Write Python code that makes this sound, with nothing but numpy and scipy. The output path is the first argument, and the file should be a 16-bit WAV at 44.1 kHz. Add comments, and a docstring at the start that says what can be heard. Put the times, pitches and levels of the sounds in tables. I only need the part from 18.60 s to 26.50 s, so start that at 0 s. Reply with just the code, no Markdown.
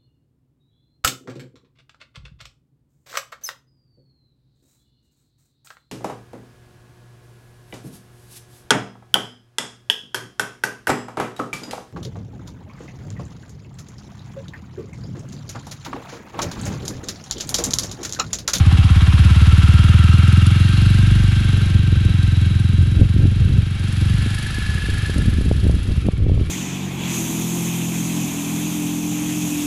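"""A single-cylinder motorcycle chugs away from the microphone across a lawn, at low revs.
Every firing booms in the silencer, rattles the engine's metal and lets out a puff of gas.
Far off, near the end, the throttle shuts and the gears whine faintly as the revs sink.
As the bike recedes, gusts of wind buffet the microphone and single eddies thump it."""
import sys
import numpy as np
from scipy import signal
from scipy.fft import rfft, irfft
from scipy.io import wavfile
from scipy.ndimage import uniform_filter1d

SR = 44100
rng = np.random.default_rng(int(sys.argv[2]) if len(sys.argv) > 2 else 0)


def generate_wav(signal):
    """Clip the signal to [-1, 1] and save it as 16-bit WAV at the path in sys.argv[1]."""
    frames = np.transpose(np.atleast_2d(signal))
    scaled = np.clip(frames, -1, 1) * 32767
    pcm = np.round(scaled).astype(np.int16)
    wavfile.write(sys.argv[1], SR, pcm)


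N = 348378
TIME = np.arange(N) / SR


# The engine's pace as the bike crosses the lawn: time_s, firing_hz
REVS = [(0.0, 16.17), (0.23, 17.0), (0.5, 17.28), (1.19, 19.23), (1.25, 19.95), (1.85, 21.6), (2.19, 23.63),
        (2.67, 24.09), (3.44, 22.59), (3.78, 21.58), (4.61, 22.65), (5.37, 23.13), (6.0, 25.52),
        (6.45, 24.88), (7.08, 27.24), (7.53, 17.43), (7.9, 17.96)]
# Engine noise from where the microphone stands: time_s, clatter_db, hiss_db
ENGINE_LEVELS = [(0, -33, -46), (.75, -30.5, -42), (1.5, -31.5, -43.5), (2.3, -32, -42.7),
                 (3.05, -33.5, -45.5), (3.22, -36.5, -50.5), (3.65, -36, -48), (4.5, -40.5, -50.5),
                 (5.1, -39, -51), (5.35, -36, -44.5), (5.75, -34.5, -41.5), (6.5, -35, -42.5),
                 (6.85, -40, -46.5), (7.35, -41, -48.5), (7.66, -48, -62), (7.85, -43.5, -52)]
def motorcycle():
    """The crank drives every engine sound, with one firing a turn."""
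    firing_hz, = curves(REVS)
    turns = np.cumsum(firing_hz) / SR
    clatter_db, hiss_db = curves(ENGINE_LEVELS)
    return (exhaust(turns, firing_hz) + metal(turns, firing_hz, clatter_db)
            + gas(turns, hiss_db) + gears(turns, clatter_db))


# The silencer's tone, heard across the grass: frequency_hz, gain_db
SILENCER_SPECTRUM = [(18, -13), (34, -46.5), (43, 1.5), (53, -36.5), (68, 5.5), (85, 4), (108, 0.5),
                     (135, -7.5), (190, -11.5), (228, -32.5), (268, -20), (350, -38), (600, -64.5),
                     (1500, -100)]
# The boom at the microphone, fading with distance: time_s, level_db
BOOM_LEVELS = [(0, -9.5), (.9, -8.5), (1.8, -9.5), (2.1, -11.5), (2.5, -10), (2.85, -14), (3.8, -13),
               (4.9, -15), (5.15, -21.5), (5.5, -14.5), (5.9, -26), (7.9, -33.5)]
def exhaust(turns, firing_hz, idle_hz=15.99, heat=.34, wander=.016, scatter_db=.5, delay_s=.0017):
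    """Each firing booms in the silencer; hotter gas at higher revs raises its pitch."""
    boom = -response(SILENCER_SPECTRUM)
    # the chambers hold back the low notes, so each boom sweeps downward
    boom = boom - 2 * resonate(boom, hz=105, width_hz=120)
    age, out = np.arange(len(boom)), np.zeros(N)
    for i in np.searchsorted(turns, np.arange(int(turns[-1]) + 1)):
        pitch_ratio = (firing_hz[i] / idle_hz) ** heat * (1 + wander * rng.standard_normal())
        stretched = np.interp(age * pitch_ratio, age, boom, right=0)
        add(out, i / SR + delay_s, stretched * undb(scatter_db * rng.standard_normal()))
    return steady(out, size=8000) * undb(curves(BOOM_LEVELS)[0])


# The tone of the engine's rattle in the open air: frequency_hz, gain_db
CLATTER_SPECTRUM = [(200, 1), (450, -9.5), (650, -9.5), (900, -7), (1150, -8), (1500, -0.5), (1950, -1.5),
                    (2600, 0), (3600, -0.5), (4300, -11), (5200, -11), (7000, -16), (12000, -34.5)]
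# Weaker modes of the fins and covers: pitch_hz, width_hz, gain_db
FIN_MODES = [(1066, 50, 0), (1165, 33, 0.5), (1407, 12, 7), (2253, 16.4, 9.5), (2476, 200, -1),
             (2644, 21, 9), (3205, 49, 7), (3258, 66, 3.5), (3566, 110, -7.5), (3697, 45, -10),
             (4190, 53, 3.5)]
# Each ring of the case swells once, as its side turns to the microphone:
# pitch_hz, width_hz, turned_away_re_clatter_db, peak_s, half_length_s, swell_db, knock_gain
CASE_RINGS = [(801, 62, -19, 0.012, .4, 12, 0.18), (1114, 420, -19.5, 0.045, 1.55, 16.5, 0.27),
              (1322, 130, -11.5, 1.44, 0.75, 10, 0.58), (1565, 41, -19.5, 3.15, 3.2, 13.5, 0.34),
              (1700, 61, -17.5, 6.21, 0.88, 18.5, 0.92), (2782, 58, -13, 1.8, 0.9, 7, 0.42),
              (3904, 72, -14, 3.87, 0.87, 7.5, .3), (4110, 480, -19, 2.2, 0.23, 12, 0.26)]
def metal(turns, firing_hz, clatter_db, idle_hz=16):
    """Impacts clatter in the engine and ring its fins and case, pulsing more distinctly at low revs."""
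    slack = (idle_hz / firing_hz) ** 4
    slap, fire = .82 * slack, .2 * slack
    rattle = impacts(turns, bed=.63, slap=slap, fire=fire, grain_db=1.2)
    out = undb(-.6) * unit(colour(rattle, CLATTER_SPECTRUM))
    fin_blows = impacts(turns, bed=.63, slap=slap, fire=fire, grain_db=.9)
    fins = sum(undb(db) * resonate(resonate(fin_blows, hz, width_hz), hz, 6 * width_hz)
               for hz, width_hz, db in FIN_MODES)
    out += undb(-6.5) * unit(fins)
    case_blows = impacts(turns, bed=.45, slap=slap, fire=.15, grain_db=.8)
    knock = piston_knock(turns)
    for hz, width_hz, db, peak_s, half_length_s, swell_db, knock_gain in CASE_RINGS:
        ring = resonate(resonate(case_blows + knock_gain * knock, hz, width_hz), hz, 3 * width_hz)
        facing = np.exp(-((TIME - peak_s) / half_length_s) ** 2)
        out += steady(ring, size=6000) * undb(db + swell_db * facing)
    return out * undb(clatter_db)


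def impacts(turns, bed, slap, fire, grain_db):
    """Dense small impacts, strongest as the piston slaps over and as the charge fires."""
    slapping = burst(turns, at=.86, rise=.05, fall=.15, scatter_db=1.8)
    firing = burst(turns, at=.02, rise=.04, fall=.25, scatter_db=1.5)
    force = (bed + slap * slapping + fire * firing) * grains(grain_db, size=40)
    return steady(force * rng.standard_normal(N), size=8000)


def piston_knock(turns, at=.88, jitter_turns=.012, scatter_db=.9):
    """One firm knock of the piston in every turn."""
    count = int(turns[-1])
    timing, strength = rng.standard_normal((count, 2)).T
    hits = np.searchsorted(turns, np.arange(count) + at + jitter_turns * timing)
    out = np.zeros(N + 1)
    out[hits] = undb(scatter_db * strength)
    return unit(out[:N])


# The tailpipe's hiss as it reaches the microphone: frequency_hz, gain_db
HISS_SPECTRUM = [(2000, -23.5), (4500, 9.5), (6000, -0.5), (7200, 2), (8200, 0.5), (9300, 1.5), (10200, 7),
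                 (11000, 3.5), (12000, -8), (13000, -49)]
def gas(turns, hiss_db, bed=.46):
    """A sharp puff of hiss as the exhaust port opens."""
    puff = bed + burst(turns, at=.025, rise=.035, fall=.1, scatter_db=2.5)
    return unit(colour(puff * rng.standard_normal(N), HISS_SPECTRUM)) * undb(hiss_db + .53)


def gears(turns, clatter_db, teeth=64, waver_hz=70, whine_db=-4, shut_s=7.3, closing_s=.1):
    """When the throttle shuts, the gears whine roughly at the tooth rate and its octave."""
    braking = np.clip((TIME - shut_s) / closing_s, 0, 1)
    out = np.zeros(N)
    for harmonic, db in ((1, -9), (2, -3)):
        waver = butter(rng.standard_normal(N) + 1j * rng.standard_normal(N), 2, waver_hz)
        tooth_tone = np.exp(2j * np.pi * teeth * harmonic * turns)
        out += undb(db) * unit(np.real(waver * tooth_tone))
    return out * undb(clatter_db + whine_db) * braking


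# Single eddies right on the microphone: start_s, peak_db, upper_edge_hz
EDDIES = [(3.148, -7, 115), (3.325, -11.5, 354), (3.455, -11, 120), (4.204, -3.5, 109), (4.362, -31, 300),
          (4.398, -19, 397), (4.412, -1, 245), (4.563, -8, 337), (4.652, -2.5, 283), (4.8, -10, 197),
          (4.981, -5, 130), (5.661, -12.5, 376), (5.983, -14, 346), (6.286, -16, 420), (6.496, -13.5, 544),
          (6.599, -16, 400), (6.681, -3, 232), (6.81, -14, 484), (6.881, -6.5, 282), (6.913, -4, 640),
          (7.066, -8.5, 450), (7.096, -9, 616), (7.486, -4.5, 670), (7.665, -9, 465), (7.696, -11.5, 630),
          (7.716, -12, 427), (7.777, -17, 710), (7.811, -13, 398)]
def eddy_thumps(bass_cut_hz=68):
    """Each eddy is a rounded pressure step; the microphone's bass cut makes it swing and sink in pitch."""
    out = np.zeros(N)
    swing = butter(np.ones(6000), 5, bass_cut_hz, "high")
    for start_s, peak_db, upper_edge_hz in EDDIES:
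        thump = butter(swing, 4, upper_edge_hz)
        add(out, start_s, -undb(peak_db) * thump / np.abs(thump).max())
    return out


# The breeze at the microphone between gusts: time_s, level_db
BREEZE_LEVELS = [(0, -23.5), (2.2, -26.5), (3.1, -20.5), (4.1, -26.5), (5.1, -27), (5.85, -26.5),
                 (6.3, -22.5), (7.9, -22.5)]
# Gusts off the lawn that hit the microphone: start_s, length_s, level_db
WIND_GUSTS = [(3.076, 0.36, -22), (4.14, 0.087, -19.5), (4.371, 0.035, -13), (4.578, 0.071, -14.5),
              (4.797, 0.17, -17), (5.406, .23, -20), (6.105, .06, -19), (6.29, 0.13, -19),
              (6.564, 0.33, -15.5), (6.975, .18, -14.5), (7.286, 0.026, -15), (7.363, 0.15, -16.5),
              (7.59, 0.19, -14)]
# The rumble of air on the microphone itself: frequency_hz, gain_db
BUFFET_SPECTRUM = [(18, -6), (32, -21), (45, -2.5), (70, 1.5), (105, -5.5), (150, -10), (220, -16),
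                   (330, -23.5), (500, -33.5), (800, -50), (2000, -100)]
def wind(lumpy_db=5, attack_s=.043, release_s=.11):
    """Lumpy turbulence on the microphone; each gust rises out of the breeze, holds and drops back."""
    lumps = uniform_filter1d(grains(lumpy_db, size=300), 150)
    rumble = colour(lumps * rng.standard_normal(N), BUFFET_SPECTRUM)
    strength = undb(curves(BREEZE_LEVELS)[0])
    for start_s, length_s, level_db in WIND_GUSTS:
        corners = [start_s - attack_s, start_s, start_s + length_s, start_s + length_s + release_s]
        strength = np.maximum(strength, undb(level_db) * np.interp(TIME, corners, [0, 1, 1, 0]))
    return steady(rumble, size=2600) * strength


def burst(turns, at, rise, fall, scatter_db):
    """An envelope with one peak of random strength a turn; at, rise and fall are in turns."""
    since = (turns - at) % 1
    nearest_peak = np.round(turns - at).astype(int) + 2
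    strength = undb(scatter_db * rng.standard_normal(400))[nearest_peak]
    return strength * (np.exp(-since / fall) + np.exp((since - 1) / rise))


def grains(scatter_db, size):
    """Random gains, each held for size samples."""
    return np.repeat(undb(scatter_db * rng.standard_normal(N // size + 1)), size)[:N]


def undb(db):
    """Decibels to gain."""
    return 10 ** (np.asarray(db) / 20)


def unit(x):
    """Scale to rms 1."""
    return x / np.sqrt(np.mean(x ** 2))


def curves(table):
    """Each column of a table, joined by straight lines in time."""
    time_s, *columns = np.transpose(table)
    return [np.interp(TIME, time_s, column) for column in columns]


def steady(x, size):
    """Hold the slow level at rms 1 and keep the fast detail."""
    return x / np.sqrt(uniform_filter1d(uniform_filter1d(x ** 2, size), size) + 1e-12)


def response(spectrum, size=16384):
    """Causal impulse response for rows of frequency_hz, gain_db."""
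    hz, db = np.transpose(spectrum)
    grid_hz = np.maximum(np.arange(size // 2 + 1) * SR / size, 1)
    gain = undb(np.interp(np.log(grid_hz), np.log(hz), db))
    cepstrum = irfft(np.log(gain))
    cepstrum[1:size // 2] *= 2  # fold onto positive time for minimum phase
    cepstrum[size // 2 + 1:] = 0
    return irfft(np.exp(rfft(cepstrum)))


def colour(x, spectrum):
    """Pass a sound through a spectrum."""
    return signal.fftconvolve(x, response(spectrum))[:len(x)]


def resonate(x, hz, width_hz):
    """One resonance, gain 1 at its centre."""
    return signal.lfilter(*signal.iirpeak(hz, hz / width_hz, fs=SR), x)


def butter(x, order, hz, kind="low"):
    """A smooth low-pass or high-pass."""
    return signal.sosfilt(signal.butter(order, hz, kind, fs=SR, output="sos"), x)


def add(out, start_s, sound):
    """Mix a sound in at a time."""
    start = max(int(start_s * SR), 0)
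    part = sound[:max(N - start, 0)]
    out[start:start + len(part)] += part


def scene():
    """One microphone on the lawn: the bike moving off, the wind right up close."""
    return (motorcycle() + wind() + eddy_thumps())[None]


def record(dry, top_hz=12900):
    """The recorder blocks steady pressure, rounds the highest peaks and cuts the top."""
    centred = butter(dry, 1, 3, "high")
    rounded = centred / (1 + centred ** 8) ** (1 / 8)
    return signal.sosfilt(signal.ellip(8, .2, 70, top_hz, fs=SR, output="sos"), rounded)


dry = scene()
out = record(dry)
generate_wav(out)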